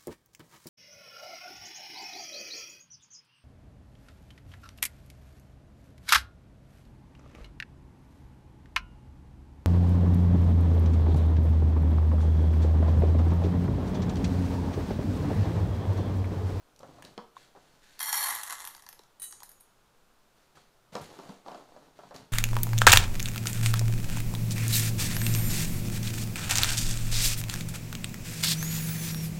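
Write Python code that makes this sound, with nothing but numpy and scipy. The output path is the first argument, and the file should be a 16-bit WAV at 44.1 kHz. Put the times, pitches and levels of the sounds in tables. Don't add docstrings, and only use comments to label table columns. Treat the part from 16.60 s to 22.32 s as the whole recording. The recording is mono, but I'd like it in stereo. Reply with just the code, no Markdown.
import sys
import numpy as np
from scipy import signal
from scipy.fft import rfft, irfft
from scipy.io import wavfile
from scipy.ndimage import uniform_filter1d

SR = 44100
rng = np.random.default_rng(int(sys.argv[2]) if len(sys.argv) > 2 else 0)


def write(x):
    x = np.atleast_2d(x).T
    wavfile.write(sys.argv[1], SR, np.round(np.clip(x, -1, 1) * 32767).astype(np.int16))


N = 252252
TIME = np.arange(N) / SR


def undb(db):
    return 10 ** (np.asarray(db) / 20)


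def unit(x):
    return x / np.sqrt(np.mean(x ** 2) + 1e-30)


def unit_hit(x):
    return x / np.sqrt(uniform_filter1d(x ** 2, size=176, mode="constant").max() + 1e-30)


def add(track, s, x):
    start = int(s * SR)
    track[start:start + len(x)] += x[:N - start]


def decay(t60, size=8192):
    return np.exp(-np.log(1000) * TIME[:size] / t60)


def burst(t60, size=8192):
    return rng.standard_normal(size) * decay(t60, size)


def band(x, lo_hz, hi_hz, order=3):
    sos = signal.butter(order, [lo_hz, min(hi_hz, SR / 2 - 1)], "band", fs=SR, output="sos")
    return signal.sosfilt(sos, x + 1e-18)


def eq(x, points, size=2048):
    hz, db = np.transpose(points)
    curve_db = np.interp(np.log(np.fft.rfftfreq(size, 1 / SR) + 1), np.log(hz), db)
    cepstrum = irfft(np.log(undb(curve_db)))[:size // 2]
    cepstrum[0] /= 2
    impulse = irfft(np.exp(rfft(2 * cepstrum, size)))
    return signal.fftconvolve(x, impulse)[:len(x)]


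def contacts(per_s, spread_db):
    size = undb(spread_db * np.minimum(rng.standard_normal(N), 2))
    return (rng.random(N) < per_s / SR) * unit(size) * np.sqrt(SR / per_s)


def scatter(hits):
    return hits * rng.uniform(-1.04, 1, N) * np.sqrt(3)


def ring(modes):
    phases = rng.uniform(0, 2 * np.pi, len(modes))
    return unit_hit(sum(undb(db) * decay(t60, SR) * np.sin(2 * np.pi * hz * TIME[:SR] + phase)
                        for (hz, db, t60), phase in zip(modes, phases)))


# (frequency [Hz], gain [dB])
HUSH_EQ = [(18, 8.5), (30, -2.5), (81, -9.5), (120, -4.5), (270, -10.5), (389, -8), (467, -8.5), (561, -9),
           (767, -9.5), (1400, -10.5), (1870, -18), (3590, -19), (15500, -29)]
def room_tone():
    return undb(-64.5) * unit(eq(rng.standard_normal(N), HUSH_EQ))


def room_reverb(x):
    mids = band(burst(t60=.38, size=SR // 2), 190, 1691)
    treble = band(burst(t60=.33, size=SR // 2), 1900, 14000, order=2)
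    tail = (mids + undb(2) * treble) * np.minimum(TIME[:SR // 2] / 0.0047, 1)
    return signal.fftconvolve(x, tail / np.linalg.norm(tail))[:N]


# (time [s], level [dB], pitch [Hz])
TOK_CUES = [(0.767, -39, 1074), (2.338, -60, 520), (2.395, -49.5, 395), (2.822, -46, 1000)]
# (ratio to pitch [x], level [dB], t60 [s])
TOK_PARTIALS = [(1, 0, .022), (1.12, -8, .014), (3.38, -14, .012), (6.3, -23, .006)]
def bowl_toks():
    out = np.zeros(N)
    attack = np.minimum(TIME[:SR] / 0.00082, 1)
    for s, db, hz in TOK_CUES:
        modes = [(hz * ratio, partial_db, t60) for ratio, partial_db, t60 in TOK_PARTIALS]
        add(out, s, undb(db) * attack * ring(modes))
    return band(out, 380, 11000, order=2)


def stroke(start, length, attack_share=0.24, release_t60=0.43):
    attack = np.clip((TIME - start) / (attack_share * length), 0, 1)
    release = np.exp(-np.log(1000) * np.maximum(TIME - start - length, 0) / release_t60)
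    return attack * release


# (frequency [Hz], gain [dB])
HOLLOW_EQ = [(29, -53), (50, -17), (85, -6.5), (166, -0.5), (211, -7), (277, 0), (377, -3), (418, -3),
             (688, -1.5), (952, -8), (1210, -8.5), (2020, -35.5), (3000, -33.5), (3900, -52), (6600, -120)]
# (frequency [Hz], gain [dB])
FILM_EQ = [(880, -40.5), (1500, 3.5), (2490, -2.5), (4440, 0), (4990, -5.5), (6820, -5), (8460, -11),
           (9990, -12.5), (13800, -27), (15500, -22)]
# (start [s], length [s], rummage level [dB], bass boost [dB], film level [dB])
HAND_STROKES = [(0.0, 0.18, -72, -3, -87), (0.194, 0.2, -59, 10, -68.5), (0.437, 0.02, -55, 6.5, -59.5),
                (0.749, 0.08, -65.5, -2.5, -62.5), (0.916, 0.24, -71.5, 7, -69.5),
                (1.195, 0.19, -74.5, -6, -63.5), (3.75, .08, -71.5, -7, -72.5),
                (3.951, 0.017, -67.5, 8.5, -62), (4.318, 0.06, -51.5, 7, -56),
                (4.402, 0.038, -55, 10, -54.5), (4.419, 0.3, -54.5, -3, -60.5),
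                (4.839, 0.14, -49, -17, -62), (4.953, 0.31, -59.5, -5, -70), (5.338, 0.15, -65.5, 9, -67),
                (5.54, 0.015, -50.5, 4, -56), (5.575, 0.014, -59.5, 12, -61)]
def bag_rustle():
    shifts = scatter(contacts(260, spread_db=0.5)) + undb(-3.5) * rng.standard_normal(N)
    rummage = unit(eq(shifts, HOLLOW_EQ))
    bass = signal.sosfiltfilt(signal.butter(3, 223, fs=SR, output="sos"), rummage)
    crinkles = scatter(contacts(1100, spread_db=7)) + undb(3.5) * rng.standard_normal(N)
    slide = unit(eq(crinkles, FILM_EQ))
    sizzle = unit(band(scatter(contacts(1500, spread_db=6)), 8500, 14000, order=2))
    rummage_gain, bass_gain, film_gain = np.zeros((3, N))
    for start, length, rummage_db, boost_db, film_db in HAND_STROKES:
        move = stroke(start, length)
        rummage_gain = np.maximum(rummage_gain, undb(rummage_db) * move)
        bass_gain = np.maximum(bass_gain, undb(rummage_db + boost_db) * move)
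        film_gain = np.maximum(film_gain, undb(film_db) * move)
    briskness = (film_gain / undb(-47)) ** .7
    film = slide + undb(-5.5) * briskness * sizzle
    return rummage_gain * (rummage - bass) + bass_gain * bass + film_gain * film


# (time [s], relative level [dB], pitch [Hz])
CREASE_CUES = [(0.162, -43, 5330), (0.192, -38.5, 6350), (0.208, -46, 3700), (0.4233, -30.5, 2050),
               (0.4268, -38, 3260), (0.4499, -30.5, 4230), (4.416, -38.5, 9500), (5.563, -30.5, 4440)]
def bag_creases():
    out = np.zeros(N)
    for s, db, hz in CREASE_CUES:
        tick = unit_hit(band(burst(0.0093), hz / 1.25, hz * 1.17, order=1))
        add(out, s, undb(db - 16.5) * tick)
    return out


# (time [s], relative level [dB], pitch [Hz])
POP_CUES = [(0.204, -45.5, 560), (0.231, -37.5, 550), (0.384, -44, 620), (0.578, -28, 460),
            (0.951, -46, 790), (0.961, -43.5, 527), (3.972, -48, 1250), (4.353, -24.5, 504),
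            (4.366, -31, 713), (4.397, -39, 590), (4.589, -35, 393), (4.692, -34.5, 260), (4.862, -38, 790),
            (4.883, -32.5, 676), (4.917, -34.5, 743), (4.946, -35, 694), (5.164, -41.5, 610),
            (5.390, -39.5, 624), (5.435, -43, 710), (5.509, -38, 570)]
def bag_pops():
    out, t = np.zeros(N), TIME[:8192]
    for s, db, hz in POP_CUES:
        swing = unit_hit(np.sin(2 * np.pi * hz * t) * decay(0.045))
        flutter = unit_hit(band(burst(0.12), 343, 1190))
        boom = unit_hit(band(burst(0.014) * np.minimum(t / 0.0097, 1), 162, 232, order=2))
        crack = unit_hit(band(burst(0.01), 2430, 5900))
        boom_db = -19 + 12 * np.log2(530 / hz)
        crack_db = -14.5 + 0.57 * (db + 23.5)
        pop = undb(-7.5) * swing + undb(-10) * flutter + undb(boom_db) * boom + undb(crack_db) * crack
        add(out, s, undb(db) * pop)
    return band(out, 107, 22000, order=2)


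# (time [s], relative level [dB])
RIM_CUES = [(2.598, -47.5), (2.6196, -38.5), (2.628, -41), (2.639, -41.5), (2.709, -49), (2.835, -55),
            (2.891, -60), (3.001, -62)]
# (frequency [Hz], level [dB], t60 [s])
RIM_MODES = [(1890, -8, .24), (2977, -13, .42), (2992, -14, .36), (3924, -2, .15), (4450, -18, .3),
             (5916, -15, .42), (6320, -11, .65), (6745, -13, 1.05), (7214, -15, .75), (7730, -12, .65),
             (8258, -6, .55), (8403, -14, .6), (8538, -5, .23), (8758, 1, .22), (9110, 0, .3),
             (9305, -4, .3), (9785, -1, .28), (10028, -4, .38), (10450, -9, .33), (10900, -11, .3),
             (11820, -13, .4)]
# (frequency [Hz], gain [dB])
SHIMMER_EQ = [(900, -29), (1850, -21), (2300, -28.5), (4300, -25), (7900, -29), (8800, -4.5), (10000, -8),
              (10900, -12), (12300, -11), (14000, -26), (15500, -22.5)]
def bowl_rim():
    out = np.zeros(N)
    for s, db in RIM_CUES:
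        shimmer = eq(burst(0.024, size=SR) + undb(-4) * burst(0.089, size=SR), SHIMMER_EQ)
        add(out, s, undb(db) * (undb(-6) * ring(RIM_MODES) + undb(2) * unit_hit(shimmer)))
    return out


def heap(s):
    return np.clip((s - 1.58) / 0.25, 0, 1)


def steel(hits, modes):
    out, power = 0, 0
    for hz, width, db in modes:
        b, a = signal.iirpeak(hz, hz / width, fs=SR)
        out = out + undb(db) * signal.lfilter(b, a, scatter(hits) + 1e-18)
        power += undb(db) ** 2 * np.pi * width / SR
    return out / np.sqrt(power)


# (frequency [Hz], level [dB])
BOTTOM_MODES = [(834.4, -56), (877.5, -57), (1098, -55), (1136, -56), (1238, -58), (1346, -60), (1470, -61),
                (1669, -54), (1701, -57), (1943, -57), (2067, -55), (2304, -63)]
# (frequency [Hz], base bandwidth [Hz], level [dB])
WALL_MODES = [(3200, 130, -8), (4320, 110, -5.5), (4510, 31, -11), (5320, 29, -13), (5620, 55, -1),
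              (5970, 90, -13), (6810, 67, -11), (7210, 47, -6), (7460, 55, -12), (8940, 46, -6),
              (9410, 120, -5), (9920, 25, -9), (10100, 52, -4), (10500, 62, -9), (11300, 91, 0),
              (12300, 190, -10), (12800, 120, -11), (13200, 120, -10), (13600, 130, -10), (13900, 36, -11),
              (14200, 83, -13), (15400, 94, -17)]
def bowl_body(hits):
    bottom = steel(hits, [(hz, 20, db) for hz, db in BOTTOM_MODES])
    bottom = band(bottom, 785, 3200, order=5)
    low_wall = steel(hits, [(hz, width / 2, db) for hz, width, db in WALL_MODES if hz < 8000])
    low_wall = band(low_wall, 2800, 8200, order=2)
    high_wall = steel(hits, [(hz, width, db) for hz, width, db in WALL_MODES if hz >= 8000])
    high_wall = band(high_wall, 8000, SR / 2, order=2)
    wall = undb(-10.5) * low_wall + undb(-5) * high_wall
    return undb(-9 + 1.2 * heap(TIME)) * bottom + undb(-5 * heap(TIME)) * wall


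# (time [s], relative level [dB], relative splash level [dB])
PELLET_CUES = [(1.392, -34, -40), (1.405, -28.5, -45), (1.416, -32.5, -37), (1.429, -30, -26.5),
               (1.528, -19.5, -25.5), (1.749, -36, -29), (1.834, -30, -32.5), (2.051, -35.5, -35.5),
               (2.074, -33.5, -35), (2.149, -40, -54), (2.165, -45.5, -52), (2.223, -47.5, -53),
               (2.265, -40.5, -71), (2.289, -39, -42), (2.328, -43, -48), (2.392, -43.5, -78),
               (2.436, -52.5, -80), (2.725, -37.5, -66), (2.804, -44, -59), (2.832, -39, -43),
               (2.892, -51, -45), (2.916, -53.5, -50), (3.008, -58, -49.5)]
def lone_pellets():
    out, hits = np.zeros((2, N))
    push_db, cushion_db, on_heap_db = 14, -5, 1.5
    for s, db, splash_db in PELLET_CUES:
        knock = undb(-11.5) * unit_hit(band(burst(0.012), 803, 1760, order=4))
        click = undb(-12.5) * unit_hit(band(burst(0.0075), 2500, 7200, order=2))
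        splash = undb(-6.5) * unit_hit(band(burst(0.029), 9270, 13100))
        add(out, s, undb(db + on_heap_db * heap(s)) * (knock + click) + undb(splash_db) * splash)
        add(hits, s, undb([db + push_db + cushion_db * heap(s)]))
    return out + bowl_body(hits)


# (start [s], length [s], level [dB])
GUSH_CUES = [(1.401, 0.065, -35), (1.433, .06, -32.5), (1.526, 0.14, -28.5), (1.862, 0.065, -41.5),
             (2.097, 0.13, -61)]
def kibble_flow(sag_db_per_s=22, die_db_per_s=88):
    flow = np.zeros(N)
    for start, length, db in GUSH_CUES:
        age = TIME - start
        sag_db = sag_db_per_s * np.clip(age, 0, length)
        die_db = die_db_per_s * np.maximum(age - length, 0)
        flow = np.maximum(flow, (age > 0) * undb(db - sag_db - die_db))
    return flow


# (frequency [Hz], gain [dB])
CLICK_EQ = [(200, -24.5), (560, -10.5), (800, -10), (1100, 4), (1500, -6), (1980, -2), (2250, -20.5),
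            (4000, -12), (5000, -23), (7000, -12), (8100, -16.5), (9400, -14.5), (11300, -7),
            (15500, -37.5)]
def kibble_pour():
    flow = kibble_flow()
    hits = flow * contacts(280 + 1400 * flow / flow.max(), spread_db=4)
    smear = decay(0.00574) ** 2 / np.sum(decay(.006) ** 2)
    click_power = np.abs(signal.fftconvolve(hits ** 2, smear)[:N])
    clicks = unit(eq(np.sqrt(click_power) * rng.standard_normal(N), CLICK_EQ)) * np.std(hits)
    rattle = bowl_body(hits) + undb(-8 + 11.94 * heap(TIME)) * clicks
    treble = signal.sosfiltfilt(signal.butter(2, 8500, "high", fs=SR, output="sos"), rattle)
    shelf_db = -2 - 2 * heap(TIME)
    return rattle + (undb(shelf_db) - 1) * treble


def scene():
    rattle = kibble_pour() + lone_pellets()
    radiated = signal.sosfilt(signal.butter(8, 720, "high", fs=SR, output="sos"), rattle)
    kibble = radiated + undb(-8) * rattle + bowl_rim()
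    bag = bag_pops() + bag_creases() + bag_rustle()
    reverb_send = undb(-7.5) * kibble + undb(-8) * bag
    mid = kibble + bag + bowl_toks() + room_reverb(reverb_send) + room_tone()
    side = undb(-17) * room_tone()
    return np.array([mid + side, mid - side])


def record(dry):
    return signal.sosfilt(signal.ellip(10, .2, 80, 15500, fs=SR, output="sos"), dry)


dry = scene()
out = record(dry)
write(out)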